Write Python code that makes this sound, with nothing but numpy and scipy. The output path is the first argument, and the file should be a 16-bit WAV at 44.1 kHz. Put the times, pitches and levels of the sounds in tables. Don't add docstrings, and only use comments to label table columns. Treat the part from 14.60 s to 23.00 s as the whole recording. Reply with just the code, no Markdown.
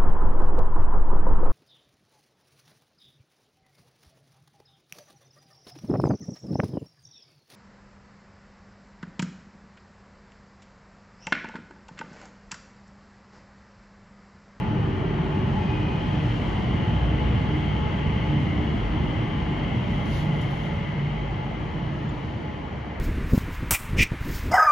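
import sys
import numpy as np
from scipy import signal
from scipy.fft import rfft, irfft, next_fast_len
from scipy.io import wavfile
from scipy.ndimage import uniform_filter1d

SR = 44100
rng = np.random.default_rng(int(sys.argv[2]) if len(sys.argv) > 2 else 0)


def master_out(mix):
    frames = np.transpose(np.atleast_2d(mix))
    ceiling = np.clip(frames, -1, 1)
    pcm = np.round(ceiling * 32767).astype(np.int16)
    wavfile.write(sys.argv[1], SR, pcm)


def gain_from_db(level_db):
    decades = np.asarray(level_db, float) / 20
    return 10 ** decades


N = 370440
TIME = np.arange(N) / SR

# t/s, nearness/dB, drive effort/dB
TRAIN = [(0.0, 0, -12.5), (0.5, 1, -15), (0.9, 0.5, -6.5), (1.8, 0.86, -2.5), (2.6, 1.5, -1), (3.6, 0, 1),
         (4.35, 0, -0.5), (5.26, -0.5, -0.2), (5.8, -1, 0), (6.35, -4, 0.5), (7.1, -4.5, -4.5),
         (7.6, -5, -6.5), (8.4, -10.5, -3.5)]
# level/dB, share of nearness [dB/dB], share of effort [dB/dB]
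RUMBLE_LAW = (-26.5, 0.902, 0.017)
ROAR_LAW = (-37, 0.57, .03)
HISS_LAW = (-58, 0.52, 0.2)
WHINE_LAWS = [
    (-43.5, .1, 1.3),
    (-46.5, 0.96, .4),
]
FAN_LAW = (-48, 0.61, .03)
MAINS_LAW = (-41.5, .8, .1)
MOTOR_LAW = (-38.5, .5, .05)
OCTAVE_LAW = (-45, 0.71, -0.32)

# f/Hz, level/dB per Hz
RUMBLE = [(15, -40), (25, -18.5), (54, -8), (92, 2), (134, -1), (215, -3), (258, -9.5), (302, -10.5),
          (333, -19.5), (371, -16.5), (450, -18), (580, -47.5), (990, -120)]
# f/Hz, level/dB per Hz
ROAR = [(250, -25), (330, 0.5), (400, -4), (500, -5.5), (700, -5.5), (1000, -7.5), (1500, -14.5),
        (1900, -13), (2600, -19), (3300, -32), (3700, -47)]
# f/Hz, level/dB per Hz
HISS = [(2800, -15.5), (3500, 4.5), (4100, 3.5), (4650, 0.5), (4900, -3), (5600, -5), (7000, -9),
        (8500, -13.5), (9800, -17.5), (12000, -21.5), (13000, -30), (15000, -30), (16000, -33.5)]
# f/Hz, width/Hz, level/dB, steepness of the skirts [exponent]
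WHINE_BANDS = [
    (2072, 290, -1.5, 3.3),
    (3004, 610, 2, 3.2),
]
# t/s, peak level/dB, half length/s
JOINTS = [
    (2.17, -27.5, 0.054),
    (2.8, -29, .12),
    (3.25, -27.5, 0.037),
    (3.48, -25, 0.038),
    (3.85, -27.5, .07),
    (4.0, -24, 0.029),
    (4.14, -27, 0.03),
    (4.42, -26.5, 0.057),
    (5.5, -27.5, .05),
]
# t/s, peak level/dB, half length/s
HISS_SWELLS = [
    (1.05, -63, 0.19),
    (1.75, -58.5, 0.3),
    (5.56, -55, .045),
    (7.6, -66, .35),
]

# t/s, peak level/dB, half length/s
FAN_SWELLS = [(0.0, -41, 0.12), (1.1, -40.5, 0.41), (2.8, -41.5, .6), (3.5, -46.5, .3), (4.8, -46, 0.33),
              (5.9, -50, .3), (6.8, -42.5, .2), (7.9, -49, 0.18)]
# t/s, peak level/dB, half length/s
MAINS = [(.6, -39.5, -0.5), (2.3, -37, 0.6), (3.65, -37, .08), (4.5, -34, -0.3), (6.0, -37.5, 1.1)]
# t/s, peak level/dB, half length/s
MOTOR = [(.42, -33.5, .17), (.95, -28.5, 0.17), (2.32, -31, .1), (2.92, -32.5, .13), (3.5, -25, 0.072),
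         (3.77, -26, 0.086), (4.07, -31.5, 0.075), (4.36, -35, 0.045), (4.89, -31, 0.15),
         (5.75, -27.5, 0.222), (6.08, -31.5, 0.053), (6.5, -31.5, 0.227), (7.25, -31.5, 0.19)]
# t/s, peak level/dB, half length/s
MOTOR_OCTAVE = [(1.19, -34, 0.075), (1.63, -33.5, .12), (2.11, -36, 0.049), (2.53, -38, .1),
                (2.97, -32.5, .06), (3.73, -33, 0.058), (3.98, -33, .1), (4.35, -32.5, 0.016),
                (4.62, -36.5, .15), (4.94, -35.5, 0.042), (7.5, -44.5, 0.31)]
# t/s, peak level/dB, half length/s
DECK = [
    (1.75, -27.5, 0.095),
    (2.2, -27, 0.12),
    (2.75, -32.5, .15),
    (3.2, -32.5, .15),
]
# t/s, peak level/dB, half length/s
PUMP = [
    (5.2, -54.5, .08),
    (5.48, -50.5, .08),
    (6.0, -48.5, .5),
]
# t/s, f/Hz, level/dB
GEAR = [
    (0, 378, -42),
    (.3, 380.7, -37.5),
    (.75, 378.3, -36.5),
    (1.1, 383, -45),
    (1.4, 376, -50),
]
# t/s, f/Hz, level/dB
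PING = [
    (6.6, 10000, -98),
    (7.0, 10000, -92),
    (7.9, 10000, -90),
    (8.4, 10000, -89),
]
# t/s, f/Hz, level/dB
SQUEAL = [
    (.95, 2476, -60),
    (1.05, 2480, -47),
    (1.27, 2482, -47),
    (1.36, 2478, -52),
    (1.55, 2478, -54),
    (1.75, 2478, -59),
]

# f/Hz, level/dB per Hz
AIR_COLOUR = [(2500, -27), (3500, 15), (5000, 8.5), (7000, 6), (9000, -1), (11000, 1.5), (13000, -5),
              (15500, -2.5), (16000, -7)]
# t/s, peak level/dB, half length/s
LEAKS = [
    (5.33, -72.5, .08),
    (5.57, -61, 0.055),
    (5.7, -72, .35),
    (6.0, -71, .1),
]
# t/s, level/dB, decay/s
SPITS = [
    (5.452, -64, .06),
    (5.525, -63, .05),
    (5.812, -60, 0.028),
    (5.908, -67, .025),
    (6.03, -71, .04),
]
# t/s, level/dB, f/Hz, length/s
CHIRPS = [
    (7.489, -56, 7020, 0.013),
]

# t/s, peak level/dB, half length/s
REVS = [
    (2.1, -36, .12),
    (2.43, -24.5, 0.087),
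    (2.72, -29, .18),
    (3.17, -25.5, 0.1),
    (3.5, -29.5, 0.13),
    (4.05, -31, .1),
    (4.4, -33, 0.14),
]
# t/s, f/Hz, level/dB
IDLE = [
    (7.4, 68.4, -42.5),
    (7.6, 69.3, -45),
    (8.0, 71.2, -39),
    (8.4, 71.3, -38),
]
# t/s, peak level/dB, half length/s
TRAFFIC = [
    (.75, -45, .3),
    (8.35, -43.5, .2),
]

# f/Hz, likeness [0..1]
SAME = [(60, .92), (200, .93), (400, .63), (570, .4), (800, .5), (1500, .15), (2100, .68), (3000, .62),
        (4200, .62), (5200, .45), (6000, .62), (7500, .7), (10000, .75)]
# f/Hz, phase/rad
LEAD = [(300, 0), (600, .8), (1400, 1.1), (1900, 0), (2900, -.55), (4000, -.2), (5100, -.5), (6000, .35),
        (7000, 1.3), (8300, 3.1), (11700, 6.3), (14600, 9.4)]
# f/Hz, level/dB
LEFT = [(200, -.5), (400, 1.5), (700, -.5), (1300, 3.5), (1800, 2), (3200, 4.5), (4200, 1.5), (5500, 2.5),
        (7500, 0)]
# from f/Hz, to f/Hz
MID_GAPS = [
    (7700, 8900),
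    (13800, 23000),
]
# from f/Hz, to f/Hz
SIDE_GAPS = [
    (10350, 13000),
    (15300, 23000),
]
# f/Hz, level/dB
FAINT_LIMIT = [(7000, -125), (8500, -101), (12000, -101), (13000, -104), (15000, -104)]


def rolling(hz, t):
    deck = shape(RUMBLE, hz) * swells(JOINTS, t, follows(RUMBLE_LAW, t))
    tyres = shape(ROAR, hz) * swells(TRAFFIC, t, follows(ROAR_LAW, t)) * gain_from_db(2.0)
    treads = shape(HISS, hz) * swells(HISS_SWELLS, t, follows(HISS_LAW, t)) * gain_from_db(1.5)
    layers = [deck, tyres, treads, fan(hz, t)]
    for (centre, width, db, steep), law in zip(WHINE_BANDS, WHINE_LAWS):
        hump = 1 / (1 + abs(2 * (hz - centre) / width) ** steep)
        layers.append(evened(hump)[:, None] * follows(law, t) * gain_from_db(db))
    return np.sqrt(sum(layer ** 2 for layer in layers))


def drives():
    mains = swells(MAINS, TIME, follows(MAINS_LAW, TIME))
    motor = swells(MOTOR, TIME, follows(MOTOR_LAW, TIME))
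    octave = swells(MOTOR_OCTAVE, TIME, follows(OCTAVE_LAW, TIME))
    blades = swells(FAN_SWELLS, TIME, follows(FAN_LAW, TIME)) * gain_from_db(-5.0)
    out = tone(50.76, mains, width_hz=6.0, rough=.5, drift_hz=1.2)
    out += tone(148.15, motor, width_hz=14.0, rough=.35, drift_hz=2.0)
    out += tone(303.03, octave, width_hz=20.0, rough=.18, drift_hz=2.0)
    out += tone(120.2, swells(DECK, TIME), width_hz=8.0, rough=.2, drift_hz=4.0)
    out += tone(*curve(GEAR), width_hz=30.0, rough=.8)
    out += tone(563.0, swells(PUMP, TIME), width_hz=15.0, rough=.5, drift_hz=3.0)
    out += tone(*curve(PING), width_hz=400.0, rough=.95)
    out += tone(857.0 - TIME, blades, width_hz=10.0, rough=.3, drift_hz=3.0)
    squeal_hz, squeal = curve(SQUEAL)
    out += tone(squeal_hz, squeal, width_hz=110.0, rough=.42)
    return out + tone(2 * squeal_hz, squeal * gain_from_db(-22.0), width_hz=160.0, rough=.97)


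def fan(hz, t):
    centre = 857.0 - 1.0 * t
    ring = 1 / (1 + (2 * (hz[:, None] - centre) / 24.0) ** 2)
    return evened(ring, 0) * swells(FAN_SWELLS, t, follows(FAN_LAW, t)) * gain_from_db(-0.4)


def valve():
    spits = 0
    for s, db, decay in SPITS:
        spits = spits + gain_from_db(2 * db) * (TIME > s) * np.exp(-2 * abs(TIME - s) / decay)
    seep_db = -91
    flow = np.sqrt(swells(LEAKS, TIME, gain_from_db(seep_db)) ** 2 + spits)
    air = noise(lambda hz, t: shape(AIR_COLOUR, hz), size=512, patchy_db=-1.5)
    return gain_from_db(9.0) * flow * air


def shoe():
    out = np.zeros(N)
    for s, db, hz, length in CHIRPS:
        u = np.clip((TIME - s) / length, 0, 1)
        pair = np.sin(2 * np.pi * hz * TIME) + 1.5 * np.sin(np.pi * hz * TIME)
        out += gain_from_db(db) * np.sin(np.pi * u) ** 0.36 * pair
    return out


def street_engine():
    from_s, from_hz, to_hz, rise_s = 1.9, 51.0, 71.1, .9
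    hz = to_hz - (to_hz - from_hz) * np.exp(-np.maximum(TIME - from_s, 0) / rise_s)
    level = swells(REVS, TIME)
    firing = tone(hz, level, width_hz=3.0, rough=.06)
    octave = tone(2 * hz, level * gain_from_db(-8.0), width_hz=8.0, rough=.4)
    return firing + octave + tone(*curve(IDLE), width_hz=3.0, rough=.08)


def follows(law, t):
    near_db, effort_db, _ = columns(TRAIN, t)
    db, by_near, by_effort = law
    return gain_from_db(db + by_near * near_db + by_effort * effort_db)


def swells(rows, t, steady=0):
    bells = sum(gain_from_db(2 * db) * np.exp(-((t - s) / half) ** 2) for s, db, half in rows)
    return np.sqrt(steady ** 2 + bells)


def curve(rows):
    hz, db, gate = columns(rows, TIME)
    return hz, gate * gain_from_db(db)


def columns(rows, t):
    s, *values = np.transpose(rows)
    since_start = t - s[0] + (s[0] < .05)
    until_end = s[-1] - t + (s[-1] > 8.3)
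    gate = np.clip(np.minimum(since_start, until_end) / .06, 0, 1)
    return [np.interp(t, s, v) for v in values] + [gate]


def tone(hz, level, width_hz, rough, drift_hz=0):
    if drift_hz:
        hz = hz + drift_hz * wander(1.988)
    else:
        hz = hz + np.zeros(N)
    smear = (wander(width_hz / 2) + 1j * wander(width_hz / 2)) / np.sqrt(2)
    rough = np.clip(rough, 0, 1)
    swing = np.sqrt(1 - rough) + np.sqrt(rough) * smear
    turning = np.exp(2j * np.pi * np.cumsum(hz) / SR)
    return np.sqrt(2) * level * (swing * turning).real


def wander(rate_hz):
    pole = np.exp(-4 * np.pi * rate_hz / SR)
    return evened(signal.sosfilt([[1, 0, 0, 1, -pole, 0]] * 3, rng.standard_normal(N)))


def noise(magnitude, size, patchy_db):
    hz, t, z = signal.stft(rng.standard_normal((2, N)), SR, nperseg=size, noverlap=size * 3 // 4)
    same = np.clip(read(SAME, hz), 0, 1)[:, None]
    z[1] = same * z[0] + np.sqrt(1 - same ** 2) * z[1]
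    patches = uniform_filter1d(rng.standard_normal(z.shape[1:]), size=3, axis=0)
    patches = evened(uniform_filter1d(patches, size=12, axis=1))
    z *= magnitude(hz, t) * gain_from_db(patchy_db * patches)
    return signal.istft(z, SR, nperseg=size, noverlap=size * 3 // 4)[1][:, :N]


def shape(points, hz):
    inside = (hz > points[0][0]) * (hz < points[-1][0])
    return evened(gain_from_db(read(points, hz)) * inside)[:, None]


def read(points, hz):
    f, value = np.transpose(points)
    return np.interp(np.log(hz + 1), np.log(f + 1), value)


def evened(x, axis=None):
    return x / np.sqrt(np.mean(x ** 2, axis, keepdims=True) + 1e-30)


def scene():
    wash = noise(rolling, size=2048, patchy_db=1.3)
    return wash + drives() + valve() + shoe() + street_engine()


def dropped(x, gaps):
    hz, t, z = signal.stft(x, SR, nperseg=2048, noverlap=1536)
    patch = uniform_filter1d(uniform_filter1d(abs(z) ** 2, size=3, axis=0), size=3, axis=1)
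    around = abs(uniform_filter1d(uniform_filter1d(patch, size=25, axis=0), size=5, axis=1))
    limit = around ** .7 * gain_from_db(2 * read(FAINT_LIMIT, hz))[:, None] ** .3
    luck = rng.standard_normal((len(t) // 3 + 1, len(hz) // 32 + 1))
    luck = luck.repeat(3, axis=0).repeat(32, axis=1)[:len(t), :len(hz)].T
    limit = limit * gain_from_db(5.0 * luck * (hz[:, None] > 8000))
    z[patch < limit] = 0
    for low, high in gaps:
        jump = np.repeat(rng.exponential(200.0, (len(t), 2)), 3, axis=0)[:len(t)]
        z[(hz[:, None] > low - jump[:, 0]) & (hz[:, None] < high + jump[:, 1])] = 0
    return signal.istft(z, SR, nperseg=2048, noverlap=1536)[1][:N]


def roll_off(x):
    return signal.sosfilt(signal.butter(12, 16000, fs=SR, output="sos"), x)


def record(dry):
    size = next_fast_len(N + 4096)
    hz = np.fft.rfftfreq(size, 1 / SR)
    left, right = rfft(dry, size)
    tilt = gain_from_db(read(LEFT, hz) / 2)
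    left = irfft(left * tilt, size)[:N]
    right = irfft(right / tilt * np.exp(1j * read(LEAD, hz)), size)[:N]
    mid = dropped((left + right) / 2, MID_GAPS)
    side = dropped((left - right) / 2, SIDE_GAPS)
    return roll_off(np.array([mid + side, mid - side]))


dry = scene()
out = record(dry)
master_out(out)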